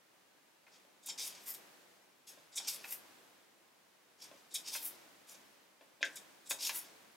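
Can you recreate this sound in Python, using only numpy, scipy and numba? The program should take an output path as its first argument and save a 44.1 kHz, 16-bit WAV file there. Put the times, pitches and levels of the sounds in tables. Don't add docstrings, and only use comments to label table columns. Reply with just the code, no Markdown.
import sys
import numpy as np
from scipy import signal
from scipy.fft import rfft, irfft, next_fast_len
from scipy.io import wavfile
from scipy.ndimage import uniform_filter1d
from numba import njit

SR = 44100
rng = np.random.default_rng(int(sys.argv[2]) if len(sys.argv) > 2 else 0)


def master(y):
    cut = np.clip(np.atleast_2d(y).T, -1, 1)
    pcm = np.round(cut * 32767)
    wavfile.write(sys.argv[1], SR, pcm.astype(np.int16))


N = 315742
TIME = np.arange(N) / SR
FREQ = np.maximum(np.fft.rfftfreq(2 ** 12, 1 / SR), 1)

# start_s, rise_s, hold_s, level_db, air_db, ring_hz
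FLICK_STROKES = [(1.057, 0.0047, .008, -38, 9, 9600), (1.078, 0.011, 0.01, -36, -13, 5340),
                 (1.535, 0.0061, 0.0018, -44, 19, 5260), (2.552, 0.013, 0.016, -32.5, -4.5, 8200),
                 (4.536, .01, 0.01, -32, 1.5, 10000), (5.34, 0.0049, .002, -52.5, -13, 6500),
                 (6.044, .007, .002, -41.5, -8, 13000), (6.154, 0.0059, 0.0074, -41.5, 3, 7900),
                 (6.49, 0.013, 0.011, -32, 9, 7260)]
# start_s, rise_s, hold_s, level_db, air_db, ring_hz
RUB_STROKES = [(0.709, 0.033, 0.017, -57, -17, 3000), (1.174, 0.015, 0.038, -39.5, 0.5, 5160),
               (1.227, 0.02, 0.017, -41.5, 8, 6600), (2.265, 0.0087, 0.016, -48.5, 7, 6400),
               (2.605, 0.047, 0.036, -50.5, -15, 5600), (2.667, .011, 0.017, -39.5, 8, 4470),
               (2.707, 0.027, .008, -46, 10, 10400), (4.175, 0.052, 0.0068, -47, -3, 6000),
               (4.63, 0.05, 0.01, -42, -3, 5240), (4.705, 0.034, 0.015, -40.5, 8, 5100),
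               (5.262, 0.027, 0.026, -51, 6, 7000), (6.581, 0.031, 0.024, -39.5, 0, 5130),
               (6.629, 0.018, 0.031, -39, 4, 6500)]
# start_s, rise_s, hold_s, level_db, air_db, ring_hz
SETTLE_STROKES = [(1.454, 0.015, 0.044, -41.5, 2.5, 12800), (2.862, 0.06, 0.013, -42, 1.5, 12300),
                  (4.79, 0.073, 0.016, -41, 11, 11300), (6.714, 0.047, 0.023, -39.5, 4, 10400)]
# start_s, rise_s, hold_s, level_db, air_db, ring_hz
NARROW_BURSTS = [(6.011, .003, .002, -44, -12, 2500)]
# start_s, level_db, tilt_db_per_octave
BUCKLE_POPS = [(0.667, -48, -3), (1.085, -47.5, -15.5), (2.600, -50, -10.5), (2.841, -41.5, -1),
               (4.75, -38.5, -3), (5.811, -53.5, 0.5), (6.508, -33.5, -1.5), (6.694, -32.5, 4)]
# start_s, level_db
COVER_BUMPS = [(0.849, -55.5), (2.375, -52), (4.314, -46.5), (5.346, -57), (5.810, -48.5), (6.009, -42.5),
               (6.029, -37.5), (6.509, -41.5)]
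# pitch_hz, level_db, t60_s
COVER_MODES = [(306, -13, 0.052), (500, -21, 0.054), (575, -6, 0.059), (664, -2.5, 0.045),
               (853, -12.5, 0.071), (1043, -13.5, 0.071), (1630, -7, 0.021), (2660, -3.5, .015),
               (3420, -3, 0.011)]
# start_s, level_db
SHEET_SNAPS = [(6.0287, -9.5), (6.0535, -30)]
# pitch_hz, level_db, t60_s
SHEET_MODES = [(1590, -3.5, 0.03), (1650, -18, 0.06), (1757, -16.5, 0.052), (1960, -8, 0.011),
               (2440, 1, 0.0029), (3200, -15, 0.01), (3550, -24.5, 0.073), (5150, -8, 0.0029),
               (6000, -21, 0.019), (6600, -14.5, 0.024)]
# frequency_hz, gain_db
FLICK_SPECTRUM = [(200, -48), (900, -40), (1300, -27), (1900, -19.5), (2380, -8.5), (2850, -13), (3300, 3),
                  (3750, 1.5), (4300, 1), (5200, 4.5), (7500, 4.5), (11000, -4.5), (13500, -12),
                  (15500, -16)]
# frequency_hz, gain_db
RUB_SPECTRUM = [(200, -63), (900, -16), (1300, -24), (1900, -17), (2380, -13.5), (2850, -9), (3300, -2.5),
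                (3750, -8), (4300, -0.5), (5200, 2), (7500, -1), (11000, -7.5), (13500, -12), (15500, -20)]
# frequency_hz, gain_db
SETTLE_SPECTRUM = [(200, -49), (900, -18), (1300, -18), (1900, -7.5), (2380, -15), (2850, -6), (3300, -10),
                   (3750, -14.5), (4300, -6), (5200, -3.5), (7500, -0.5), (11000, -3), (13500, -4),
                   (15500, -9.5)]
# frequency_hz, gain_db
BUCKLE_SPECTRUM = [(40, -87), (150, -36), (300, -29), (950, 3), (1220, -10), (1550, -0.5), (2000, -1),
                   (2500, 5), (3100, -8), (3700, -7.5), (5000, -9.5), (9000, -29), (15000, -31)]
# centre_hz, width_hz, gain_db
CURL_RESONANCES = [(1950, 270, -3), (2400, 380, 5), (2880, 420, -1.5), (3705, 83, 7), (4320, 310, -4)]
# frequency_hz, side_minus_mid_db
ROOM_SIDE_GAIN = [(200, -21), (700, -15), (1600, -16), (4000, -6), (9000, -10.5), (14000, -6)]
# frequency_hz, left_minus_right_db
STEREO_BALANCE = [(200, 1.5), (2400, 1.3), (8000, 0.5), (15000, 3.5)]
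# frequency_hz, gain_db
HISS_SPECTRUM = [(15, -60), (25, -40), (70, -19), (113, -11.5), (165, -7), (189, -2.5), (228, -4),
                 (284, -2), (316, 0), (392, -2.5), (500, -1.5), (1090, -4), (1390, -6), (1510, -4.5),
                 (15800, -18.5)]
# frequency_hz, side_minus_mid_db
HISS_SIDE_GAIN = [(60, -6), (200, -3), (700, -2), (2400, -2), (15000, -2)]

CREEP_LEAD_S, CREEP_RISE_S, CREEP_HOLD_S, CREEP_DB = 0.04, 0.018, 0.004, -20
TRAIL_RISE_S, TRAIL_HOLD_S, TRAIL_DB = 0.013, 0.086, -17.5
GLIDE_LEAD_S, GLIDE_HOLD_S, GLIDE_DB = 0.059, 0.022, -14.5
ATTACK_POWER = 1.2
SAG_DB_PER_S = 37
BUCKLE_DECAY_S = 0.0084
HISS_DB = -70.5
EXPANDER_DEPTH_DB = 10.5
TOP_HZ = 15800


def undb(db):
    return 10 ** (np.asarray(db) / 20)


def unit(x):
    return x / np.sqrt(np.mean(x ** 2))


def read(points, hz=FREQ):
    at_hz, db = np.transpose(points)
    return np.interp(np.log(hz), np.log(at_hz), db)


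def response(db):
    cepstrum = irfft(np.log(undb(db)))
    cepstrum[1:len(FREQ) - 1] *= 2
    cepstrum[len(FREQ):] = 0
    impulse = irfft(np.exp(rfft(cepstrum)))[:2048]
    return impulse / np.linalg.norm(impulse)


def colour(x, points, share=1):
    size = next_fast_len(N)
    hz = np.maximum(np.fft.rfftfreq(size, 1 / SR), 1)
    gain = undb(share * read(points, hz))
    return irfft(rfft(x, size) * gain, size)[:N]


def add(track, start_s, sound):
    i = int(start_s * SR)
    track[i:i + len(sound)] += sound[:N - i]


def flutter(rate_hz, size):
    knots = rng.standard_normal(1024)
    return np.interp(TIME[:size] * rate_hz, np.arange(len(knots)), knots)


def stroke_speed(t, rise_s, hold_s, fall_s):
    held = np.maximum(t - rise_s, 0)
    attack = np.minimum(t / rise_s, 1) ** ATTACK_POWER
    sag = undb(-SAG_DB_PER_S * held)
    fall = np.exp(-(np.maximum(held - hold_s, 0) / fall_s) ** 2)
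    return attack * sag * fall


def friction(strokes, spectrum, fall_s, body_db, air_db, ring_db, grain_db, catch_db, catch_hz,
             ripple_db, shift_hz, count=3):
    out, t = np.zeros(N), TIME[:SR // 3]
    body = 1 / (1 + (FREQ / 4300) ** 6)
    air = 1 / (1 + (9200 / FREQ) ** 7)
    curl_db = sum(db * np.exp(-((FREQ - hz) / width) ** 2) for hz, width, db in CURL_RESONANCES)
    paper_db = read(spectrum) + curl_db
    for start_s, rise_s, hold_s, level_db, edge_db, ring_hz in strokes:
        speed = stroke_speed(t, rise_s, hold_s, fall_s)
        ring = np.exp(-((FREQ / ring_hz - 1) / 0.083) ** 2)
        travel = np.sin(np.pi / 2 * np.minimum(t / (rise_s + hold_s + fall_s), 1)) ** 2
        pressure = undb(10 * np.array([flutter(shift_hz, len(t)) for _ in range(count)]))
        spurts = unit(undb(catch_db * flutter(catch_hz, len(t))))
        for share in pressure / np.linalg.norm(pressure, axis=0):
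            grains = np.repeat(rng.standard_normal(len(t)), 8)[:len(t)]
            slips = unit(rng.standard_normal(len(t)) * undb(grain_db * grains))
            modes = np.interp(FREQ, np.linspace(0, SR / 2, 80), rng.standard_normal(80))
            for weight, low_db, high_db in zip((1 - travel, travel), body_db, air_db):
                radiation_db = low_db * body + (high_db + edge_db) * air
                sheet_db = paper_db + ring_db * ring + radiation_db + ripple_db * modes
                force = slips * spurts * share * speed * weight
                add(out, start_s, undb(level_db) * signal.fftconvolve(force, response(sheet_db)))
    return out


def flicks():
    creeps = [(start_s - CREEP_LEAD_S, CREEP_RISE_S, CREEP_HOLD_S, level_db + CREEP_DB, *tone)
              for start_s, _, _, level_db, *tone in FLICK_STROKES]
    creeping = friction(creeps, FLICK_SPECTRUM, fall_s=0.019, body_db=(3, 0), air_db=(-7, -5), ring_db=2,
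                        grain_db=3.5, catch_db=3.0, catch_hz=246, ripple_db=3.5, shift_hz=40)
    ticks = friction(FLICK_STROKES, FLICK_SPECTRUM, fall_s=0.01, body_db=(-14, 6), air_db=(6, -4),
                     ring_db=3.5, grain_db=3.0, catch_db=2.0, catch_hz=365, ripple_db=3.0, shift_hz=51.5)
    return creeping + ticks


def rubs():
    strokes = friction(RUB_STROKES, RUB_SPECTRUM, fall_s=0.021, body_db=(5, 4), air_db=(-3, 7), ring_db=3,
                       grain_db=0.3, catch_db=3.3, catch_hz=232, ripple_db=3.0, shift_hz=45.0)
    followers = [(start_s + rise_s + hold_s, TRAIL_RISE_S, TRAIL_HOLD_S, level_db + TRAIL_DB, *tone)
                 for start_s, rise_s, hold_s, level_db, *tone in RUB_STROKES]
    trails = friction(followers, RUB_SPECTRUM, fall_s=0.15, body_db=(13, 12), air_db=(-7, -2), ring_db=3.0,
                      grain_db=4.5, catch_db=-3.0, catch_hz=194, ripple_db=1.5, shift_hz=39)
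    return strokes + trails


def settles():
    glides = [(start_s - GLIDE_LEAD_S, GLIDE_LEAD_S, GLIDE_HOLD_S, level_db + GLIDE_DB, *tone)
              for start_s, _, _, level_db, *tone in SETTLE_STROKES]
    return friction(SETTLE_STROKES + glides, SETTLE_SPECTRUM, fall_s=0.012, body_db=(7, 3), air_db=(3, 6),
                    ring_db=4.5, grain_db=4.5, catch_db=2.5, catch_hz=216, ripple_db=3.5, shift_hz=30.3)


def narrow_bursts():
    return friction(NARROW_BURSTS, FLICK_SPECTRUM, fall_s=0.014, body_db=(20, 20), air_db=(0, 0), ring_db=18,
                    grain_db=1.5, catch_db=1.0, catch_hz=300, ripple_db=2.5, shift_hz=40)


def buckles():
    out, t = np.zeros(N), TIME[:SR // 5]
    for start_s, level_db, tilt_db in BUCKLE_POPS:
        burst = rng.standard_normal(len(t)) * np.exp(-t / BUCKLE_DECAY_S)
        pop_db = read(BUCKLE_SPECTRUM) + tilt_db * np.log2(FREQ + 400)
        add(out, start_s, undb(level_db) * signal.fftconvolve(burst, response(pop_db)))
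    return out


def knocks(blows, modes, low_hz, high_hz):
    out, t = np.zeros(N), TIME[:SR // 4]
    ring = sum(undb(level_db) * np.exp(-np.log(1000) * t / t60_s) * np.sin(2 * np.pi * pitch_hz * t)
               for pitch_hz, level_db, t60_s in modes)
    for start_s, level_db in blows:
        add(out, start_s, undb(level_db) * ring)
    band = signal.butter(6, [low_hz, high_hz], "band", fs=SR, output="sos")
    return signal.sosfilt(band, out)


def snaps():
    return knocks(SHEET_SNAPS, SHEET_MODES, low_hz=1690, high_hz=6240)


def bumps():
    return knocks(COVER_BUMPS, COVER_MODES, low_hz=270, high_hz=4560)


def room(x, wet_db, t60_low, t60_high, gap_s):
    t = TIME[:SR // 2]
    low, high = (signal.sosfilt(signal.butter(2, 900, kind, fs=SR, output="sos"),
                                rng.standard_normal((2, len(t)))) for kind in ("low", "high"))
    tails = low * np.exp(-np.log(1000) * t / t60_low) + high * np.exp(-np.log(1000) * t / t60_high)
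    tails = tails * np.minimum(t / gap_s, 1) ** 2
    mid, side = (signal.fftconvolve(x, undb(wet_db) * tail / np.linalg.norm(tail))[:N] for tail in tails)
    side = colour(side, ROOM_SIDE_GAIN)
    return np.array([colour(x + mid + sign * side, STEREO_BALANCE, sign / 2) for sign in (1, -1)])


def hiss():
    mid, side = (unit(colour(rng.standard_normal(N), HISS_SPECTRUM)) for _ in range(2))
    side = colour(side, HISS_SIDE_GAIN)
    return undb(HISS_DB + EXPANDER_DEPTH_DB) * np.array([mid + side, mid - side])


def scene():
    pages = flicks() + rubs() + settles() + narrow_bursts()
    blows = buckles() + bumps() + snaps()
    pages_in_room = room(pages, wet_db=-3.5, t60_low=0.33, t60_high=0.19, gap_s=0.00047)
    blows_in_room = room(blows, wet_db=-4.0, t60_low=0.32, t60_high=0.15, gap_s=0.0027)
    return pages_in_room + blows_in_room + hiss()


@njit
def follow(x, attack, release):
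    envelope, level = np.empty(len(x)), 0.
    for i in range(len(x)):
        if x[i] > level:
            level = level + (x[i] - level) * attack
        else:
            level = max(level - release, x[i])
        envelope[i] = level
    return envelope


def expander(x, threshold_db, knee_db, attack_s, release_db_per_s):
    power = np.maximum(uniform_filter1d(np.mean(x ** 2, axis=0), size=441), 1e-12)
    opening = np.clip((10 * np.log10(power) - threshold_db) / knee_db, 0, 1)
    lift_db = follow(EXPANDER_DEPTH_DB * opening, 1 / (attack_s * SR), release_db_per_s / SR)
    return x * undb(lift_db - EXPANDER_DEPTH_DB)


def record(dry):
    opened = expander(dry, threshold_db=-59.0, knee_db=8.0, attack_s=0.06, release_db_per_s=15.5)
    top_cut = signal.ellip(10, 0.2, 70, TOP_HZ, fs=SR, output="sos")
    return signal.sosfilt(top_cut, opened)


dry = scene()
out = record(dry)
master(out)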